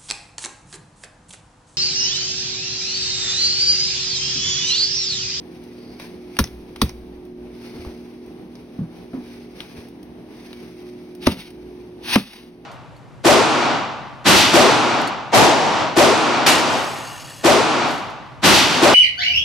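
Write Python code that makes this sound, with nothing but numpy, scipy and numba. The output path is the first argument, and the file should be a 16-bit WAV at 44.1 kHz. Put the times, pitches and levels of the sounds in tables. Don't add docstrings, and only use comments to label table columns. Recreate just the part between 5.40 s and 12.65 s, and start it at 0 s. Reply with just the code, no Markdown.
import sys
import numpy as np
from scipy import signal
from scipy.fft import rfft, irfft
from scipy.io import wavfile
from numba import njit

SR = 44100
rng = np.random.default_rng(int(sys.argv[2]) if len(sys.argv) > 2 else 0)


def store_wav(level_fs):
    pcm = np.round(np.clip(np.atleast_2d(level_fs), -1, 1) * 32767)
    wavfile.write(sys.argv[1], SR, pcm.T.astype(np.int16))


N = 319725
T = np.arange(N) / SR
FREQ = np.maximum(np.fft.rfftfreq(N, 1 / SR), 1)

# start_s, boom_db, smack_db, water_heave_db, smack_t60_s,
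# palm_air_pocket_hz, pocket_db, finger_snap_hz, snap_db
PALM_SLAPS = [(0.988, -10, -9, -9, 0.057, 1382, -8.5, 5180, -27),
              (1.4154, -9, -9.5, -9.5, 0.035, 1103, -12.5, 4040, -13.5)]
# start_s, ice_db, crack_db, water_heave_db, wall_ring_db, wall_tilt_db_per_octave,
# base_drum_hz, base_db
BUCKET_KNOCKS = [(5.8684, -10.5, -5, -10, -14.5, -6.5, 213.2, 3),
                 (6.7570, -10.5, -4.5, -29.5, -17.5, -5, 193.3, 4)]
# mode_hz, level_db, t60_s
ICE_MODES = [(122.2, -9.5, 0.19), (167.6, 1.5, 0.086), (220.4, 2, 0.085), (234.6, 4.5, 0.053),
             (264, -7, 0.037), (325.5, -6, 0.094), (443, -3, 0.044), (531, -7, 0.041), (1057, -6.5, 0.02)]
# mode_hz, level_db, t60_s
WALL_MODES = [(363, 3, 0.063), (610, 8, 0.031), (776, -2, 0.028), (912, 1.5, 0.091), (1076, 9.5, 0.03),
              (1206, 3, 0.071), (1426, -8, 0.1), (2160, -28, 0.17), (2700, -30, 0.13), (2652, -34, 0.13),
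              (3240, -25, .25), (3540, -32, 0.2), (3630, -29, .25)]
# freq_hz, density_db
SMACK_SPECTRUM = [(150, -41.5), (500, 2), (1000, 5), (1900, 1), (2700, -1), (3900, 2), (5800, -1.5),
                  (10000, -5.5), (16000, -5.5)]
# freq_hz, density_db
CRACK_SPECTRUM = [(150, -32), (600, 14), (1500, 6.5), (2700, 4.5), (5000, -3), (10000, -12), (16000, -16.5)]
# start_s, level_db, pitch_hz, t60_s, scuff_db
TUB_BUMPS = [(2.346, -31, 286, 0.042, -37), (2.393, -30, 77, 0.17, -52), (2.465, -23, 63, 0.12, -36.5),
             (3.390, -17, 182.6, 0.17, -39), (3.415, -16.5, 163.5, 0.13, -51.5),
             (3.737, -20, 262, 0.099, -32), (3.775, -25, 248.6, 0.18, -46), (4.378, -32, 81, 0.11, -46),
             (5.92, -14, 191, 0.091, -29), (5.973, -30, 179, 0.2, -55), (6.798, -25, 232, 0.17, -40)]
# freq_hz, density_db
SCUFF_SPECTRUM = [(60, -15), (280, -1), (600, -13), (1200, -23), (2500, -33.5), (8000, -50.5)]
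# start_s, level_db, ring_hz, ring_above_tap_db
LIGHT_TAPS = [(0.598, -33, 5000, -25), (.9673, -28.5, 2400, -21), (1.0401, -23.5, 5900, 6),
              (1.073, -39.5, 3300, 2), (1.360, -32.5, 2320, -8), (1.4926, -30.5, 5540, -1),
              (2.448, -40.5, 910, 9), (3.1537, -46, 5230, 4), (4.2037, -32, 3130, 6.5),
              (5.1293, -37.5, 3380, 3.5), (6.933, -33, 900, -17)]
# start_s, level_db
JACKET_TICKS = [(0.237, -45.5), (1.8518, -49), (2.861, -48.5), (4.4843, -44), (4.629, -42), (5.75, -40.5),
                (6.1047, -38.5)]
TAP_TILT_DB_PER_OCTAVE, TICK_TILT_DB_PER_OCTAVE, TAP_RING_OCTAVES = 2.5, 7.5, 0.4

# top_speed_s, level_db, rise_s, fall_s
SLOW_STROKES = [(.45, -55, .9, 2.4), (.61, -37.5, 0.021, .11), (1.07, -45.5, 0.2, 0.068),
                (1.47, -43.5, 0.11, .1), (2.35, -48.5, 0.32, 0.78), (3.2, -57.5, 0.19, 0.79),
                (3.57, -54.5, 0.091, 0.33), (3.95, -50.5, 0.26, 0.39), (4.21, -43.5, 0.096, 0.28),
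                (4.39, -47.5, 0.07, 0.16), (5.02, -49.5, 0.19, 1.37), (6.25, -60, 0.44, 1.6)]
# top_speed_s, level_db, rise_s, fall_s
BUCKET_SWINGS = [(5.84, -40, 0.038, 0.094), (5.872, -27, 0.018, 0.095), (5.922, -26.5, 0.027, 0.03),
                 (6.0, -34, 0.039, 0.091), (6.75, -19.5, 0.098, 0.095), (6.96, -41, 0.27, 0.12)]
# top_speed_s, level_db
CUFF_SLIDES = [(.5, -56), (2.35, -58.5)]
# freq_hz, density_db
RUB_SPECTRUM = [(200, -1), (550, 2), (900, 0), (1350, -3.5), (1800, -2), (2300, 3), (3000, -4),
                (3900, -4.5), (5000, -4), (6300, -8), (10000, -13.5), (16000, -17)]
# freq_hz, density_db
SWISH_SPECTRUM = [(200, -16), (600, -16), (860, -5), (1100, -8), (1450, -8), (1800, -7), (2450, -1),
                  (3200, -3), (3900, -4), (4800, -5.5), (6300, -12), (10000, -16), (16000, -17.5)]
CUFF_RISE_S, CUFF_FALL_S = 0.23, 0.256
STROKE_DEPTH_DB, RISE_POWER, FALL_POWER = 19.5, 2.06, 1.07

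SLAP_WASH_DB, KNOCK_WASH_DB, WASH_RISE_S, WASH_T60_S = -30.5, -38.5, .07, 2.9

# tone_hz, level_db
FAN_TONES = [(119.5, -58.5), (174, -54.5), (241, -45), (283, -50), (317.6, -49), (410, -56.5), (522, -65),
             (608, -64.5), (694, -70.5)]
# freq_hz, density_db
AIR_SPECTRUM = [(20, -43), (40, -18.5), (58, -0.5), (90, -8.5), (130, -6.5), (190, 2.5), (290, -3.5),
                (430, -1), (560, -13), (800, -12), (1300, -25), (2300, -25.5), (5000, -34.5), (16000, -44)]
# time_s, level_db
MOTOR_LEVEL = [(0, -45), (2.6, -44), (4.0, -48.5), (4.85, -51.5), (5.35, -40.5), (7.25, -41.5)]
MOTOR_HZ, FAN_DB = 361.2, -0.83
HUM_DIP_DB, HUM_DIP_LAG_S, HUM_DIP_S, HUM_END_DB = -8, 0.12, .065, -4.5

# freq_hz, left_minus_right_db
PORT_BALANCE = [(60, 0), (200, 0), (380, -2.3), (700, 2.3), (1200, 3.2), (2400, 1.7), (4400, .6), (8000, 0)]
# freq_hz, left_lead_rad
PORT_LEAD = [(60, .1), (140, .15), (280, .32), (600, .45), (1100, .55), (2070, 1.1), (2930, 1.6),
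             (4200, 1.6), (5250, .9), (8200, -1.2), (10900, .7), (13000, 2.1)]
# center_hz, half_width_hz, depth_db
TREBLE_DIPS = [(7380, 690, 36), (13700, 580, 30)]
TOP_HZ = 15900


def slaps():
    out = np.zeros((2, N))
    for start_s, boom_db, smack_db, heave_db, t60_s, pocket_hz, pocket_db, snap_hz, snap_db in PALM_SLAPS:
        smack = burst(SMACK_SPECTRUM, t60_s, hold_s=0.0026, rise_s=0.00075)
        snap = burst(resonance(snap_hz, 0.36), t60_s=0.029, hold_s=0.0019)
        add(out, start_s, undb(smack_db) * smack)
        add(out, start_s, undb(snap_db) * snap)
        add(out, start_s, undb(pocket_db) * ring([(pocket_hz, 3, .025)], lag_s=0.0013))
        add(out, start_s, undb(boom_db) * ring(ICE_MODES, lag_s=0.00578))
        add(out, start_s, undb(heave_db) * ring([(69.4, 8.5, 0.079)], lag_s=0.0106))
    return out


def knocks():
    out = np.zeros((2, N))
    for start_s, ice_db, crack_db, heave_db, wall_db, tilt_db, base_hz, base_db in BUCKET_KNOCKS:
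        wall = [(hz, db + tilt_db * np.log2(hz / 1000), t60_s) for hz, db, t60_s in WALL_MODES]
        crack = burst(CRACK_SPECTRUM, t60_s=0.045, hold_s=0.00097, rise_s=0.00068)
        base = ring([(base_hz, 0, .09)], lag_s=0.00329, bend=0.55)
        heave = ring([(84, 5.5, 0.11), (154, -1.5, 0.098)], lag_s=0.00496)
        add(out, start_s, undb(crack_db) * crack)
        add(out, start_s, undb(ice_db) * ring(ICE_MODES, lag_s=0.0029))
        add(out, start_s, undb(base_db) * base)
        add(out, start_s, undb(heave_db) * heave)
        add(out, start_s, undb(wall_db) * ring(wall, lag_s=0.00231))
    return out


def bumps():
    out = np.zeros((2, N))
    for start_s, db, hz, t60_s, scuff_db in TUB_BUMPS:
        partials = [(1, 0), (.72, -9), (1.22, -8), (1.037, -13)]
        modes = [(hz * ratio, partial_db, t60_s) for ratio, partial_db in partials]
        scuff = burst(SCUFF_SPECTRUM, t60_s=0.39, hold_s=0.0059, rise_s=0.001)
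        add(out, start_s, undb(db) * ring(modes, lag_s=0))
        add(out, start_s - .006, undb(scuff_db) * scuff)
    return out


def taps():
    out = np.zeros((2, N))
    for start_s, db, hz, ring_db in LIGHT_TAPS:
        click = burst(CRACK_SPECTRUM, t60_s=0.029, hold_s=0.0011, tilt_db=TAP_TILT_DB_PER_OCTAVE)
        ringing = burst(resonance(hz, TAP_RING_OCTAVES), t60_s=0.013, hold_s=0.0014)
        add(out, start_s, undb(db) * click)
        add(out, start_s, undb(db + ring_db) * ringing)
    return out


def jacket_ticks():
    out = np.zeros((2, N))
    for start_s, db in JACKET_TICKS:
        tick = burst(CRACK_SPECTRUM, t60_s=0.027, hold_s=0.0011, tilt_db=TICK_TILT_DB_PER_OCTAVE)
        add(out, start_s, undb(db) * tick)
    return out


def sleeve():
    slides = strokes([(peak_s, db, CUFF_RISE_S, CUFF_FALL_S) for peak_s, db in CUFF_SLIDES])
    slow = noise(RUB_SPECTRUM, apart=0.82) * strokes(SLOW_STROKES)
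    cuff = noise(resonance(4600, 0.22), apart=0.46) * slides
    fast = noise(SWISH_SPECTRUM, apart=0.38) * strokes(BUCKET_SWINGS)
    grain_db = 1.76 * walk(35) + 0.78 * walk(600)
    rub = (slow + cuff + fast) * undb(grain_db)
    mirrored_s = T - 0.001248 * np.exp(0.156 * walk(2.04))
    echo = np.array([np.interp(mirrored_s, T, port) for port in rub])
    return 1.13 * (rub + 0.19 * echo)


def water():
    power = 0
    for blows, wash_db in (PALM_SLAPS, SLAP_WASH_DB), (BUCKET_KNOCKS, KNOCK_WASH_DB):
        for start_s, boom_db, *_ in blows:
            t = np.maximum(T - start_s, 0)
            gain = undb(boom_db + wash_db) * (1 - np.exp(-t / WASH_RISE_S)) * fade(t, WASH_T60_S)
            power = power + gain ** 2
    spectrum = [(25, -12), (45, -20.5), (58, 9.0), (75, -20), (130, -31), (400, -86)]
    return noise(spectrum, apart=0.054) * np.sqrt(power)


def greenhouse(x, wet_db, t60_s, early_db):
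    t = T[:SR]
    colour = [(40, -18), (250, -0.5), (1000, -3.0), (2500, 0.0), (6000, -3.5), (16000, 5.5)]
    tail = noise(colour, size=SR, apart=0.32) * (t > .006)
    shape = undb(wet_db) * fade(t, t60_s) + undb(early_db) * fade(t, 0.12)
    return x + signal.fftconvolve(x, tail * shape, axes=1)[:, :N]


def heater():
    tones = sum(tone(hz, db + 0.5) for hz, db in FAN_TONES)
    air = noise(AIR_SPECTRUM, apart=1.0) * undb(-43.5 + 1.44 * walk(7.8))
    motor = tone(MOTOR_HZ, curve(MOTOR_LEVEL))
    dips_db = sum(HUM_DIP_DB * np.exp(-((T - start_s - HUM_DIP_LAG_S) / HUM_DIP_S) ** 2)
                  for start_s, *_ in BUCKET_KNOCKS)
    end_db = HUM_END_DB * np.clip((T - BUCKET_KNOCKS[-1][0]) / HUM_DIP_S, 0, 1)
    return ((tones + air) * undb(FAN_DB) + motor) * undb(dips_db + end_db)


def scene():
    close = slaps() + knocks() + bumps() + taps() + jacket_ticks() + sleeve()
    return greenhouse(close, wet_db=-60.5, t60_s=1.0, early_db=-31.0) + water() + heater()


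def ring(modes, lag_s=.004, bend=0):
    out = 0
    for hz, db, t60_s in modes:
        t = np.maximum(T[:SR // 2] - lag_s * np.sqrt(200 / hz), 0)
        swell = 1 - np.exp(-t * hz * 2)
        cycles = hz * (t + bend * 0.0064 * (1 - fade(t, 0.048)))
        out = out + undb(db) * swell * fade(t, t60_s) * np.sin(2 * np.pi * cycles)
    return out


def burst(points, t60_s, hold_s, tilt_db=0, rise_s=0.00035):
    t = T[:SR // 4]
    shape = (1 - np.exp(-t / rise_s)) * fade(np.maximum(t - hold_s, 0), t60_s)
    return shape * noise(points, size=len(t), tilt_db=tilt_db, apart=0.53)


def stroke(peak_s, db, rise_s, fall_s):
    before = np.maximum(peak_s - T, 0) / max(rise_s, .002)
    after = np.maximum(T - peak_s, 0) / max(fall_s, .002)
    drop_db = STROKE_DEPTH_DB * (before ** RISE_POWER + after ** FALL_POWER)
    return undb(db - np.minimum(drop_db, 150))


def strokes(rows):
    return np.sqrt(sum(stroke(*row) ** 2 for row in rows))


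def tone(hz, db):
    phase = 2 * np.pi * np.cumsum(hz + 1.2 * walk(6)) / SR
    return np.sqrt(2) * undb(db + 2.12 * walk(3.1)) * np.sin(phase)


def noise(points, size=N, tilt_db=0, apart=.25):
    hz = np.maximum(np.fft.rfftfreq(size, 1 / SR), 1)
    gain = undb(across(points, hz) + tilt_db * np.log2(hz / 3000))
    mid, side = rfft(rng.standard_normal((2, size))) * gain
    side = side * apart * hz / (hz + 700)
    pair = irfft(np.array([mid + side, mid - side]), size)
    return pair / pair.std()


def resonance(hz, octaves):
    skirt = [(-4, -50), (-1.5, -18), (-.4, 0), (.4, 0), (1.5, -18), (4, -50)]
    return [(hz * 2 ** (step * octaves), db) for step, db in skirt]


def walk(rate_hz):
    y = irfft(rfft(rng.standard_normal(N)) * np.exp(-(FREQ / rate_hz) ** 2), N)
    return y / y.std()


def fade(t, t60_s):
    return np.exp(-np.log(1000) * t / max(t60_s, .002))


def curve(rows):
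    return np.interp(T, *np.transpose(rows))


def across(points, hz):
    freq_hz, value = np.transpose(points)
    return np.interp(np.log(np.maximum(hz, 1)), np.log(freq_hz), value)


def undb(db):
    return 10 ** (np.asarray(db) / 20)


def add(out, start_s, sound):
    start = int(start_s * SR)
    out[:, start:start + sound.shape[-1]] += sound[..., :N - start]


@njit
def follow(size, attack, release):
    out, level = np.empty(len(size)), 0.
    for i in range(len(size)):
        level += (size[i] - level) * (attack if size[i] > level else release)
        out[i] = level
    return out


def record(dry):
    dips_db = sum(-depth_db * np.exp(-((FREQ - hz) / width_hz) ** 2) for hz, width_hz, depth_db in TREBLE_DIPS)
    left = undb(across(PORT_BALANCE, FREQ) / 2) * np.exp(.5j * across(PORT_LEAD, FREQ))
    x = irfft(rfft(dry) * undb(dips_db) * np.array([left, 1 / left]), N)
    loudness = follow(np.abs(x).max(axis=0), 1 / (0.0032 * SR), 1 / (.22 * SR))
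    x = x * np.maximum(loudness / undb(-11.5), 1) ** -.6
    rounded = x / (1 + (x / .92) ** 4) ** .25
    top_cut = signal.ellip(8, .2, 70, TOP_HZ, fs=SR, output="sos")
    return signal.sosfilt(top_cut, rounded)


dry = scene()
out = record(dry)
store_wav(out)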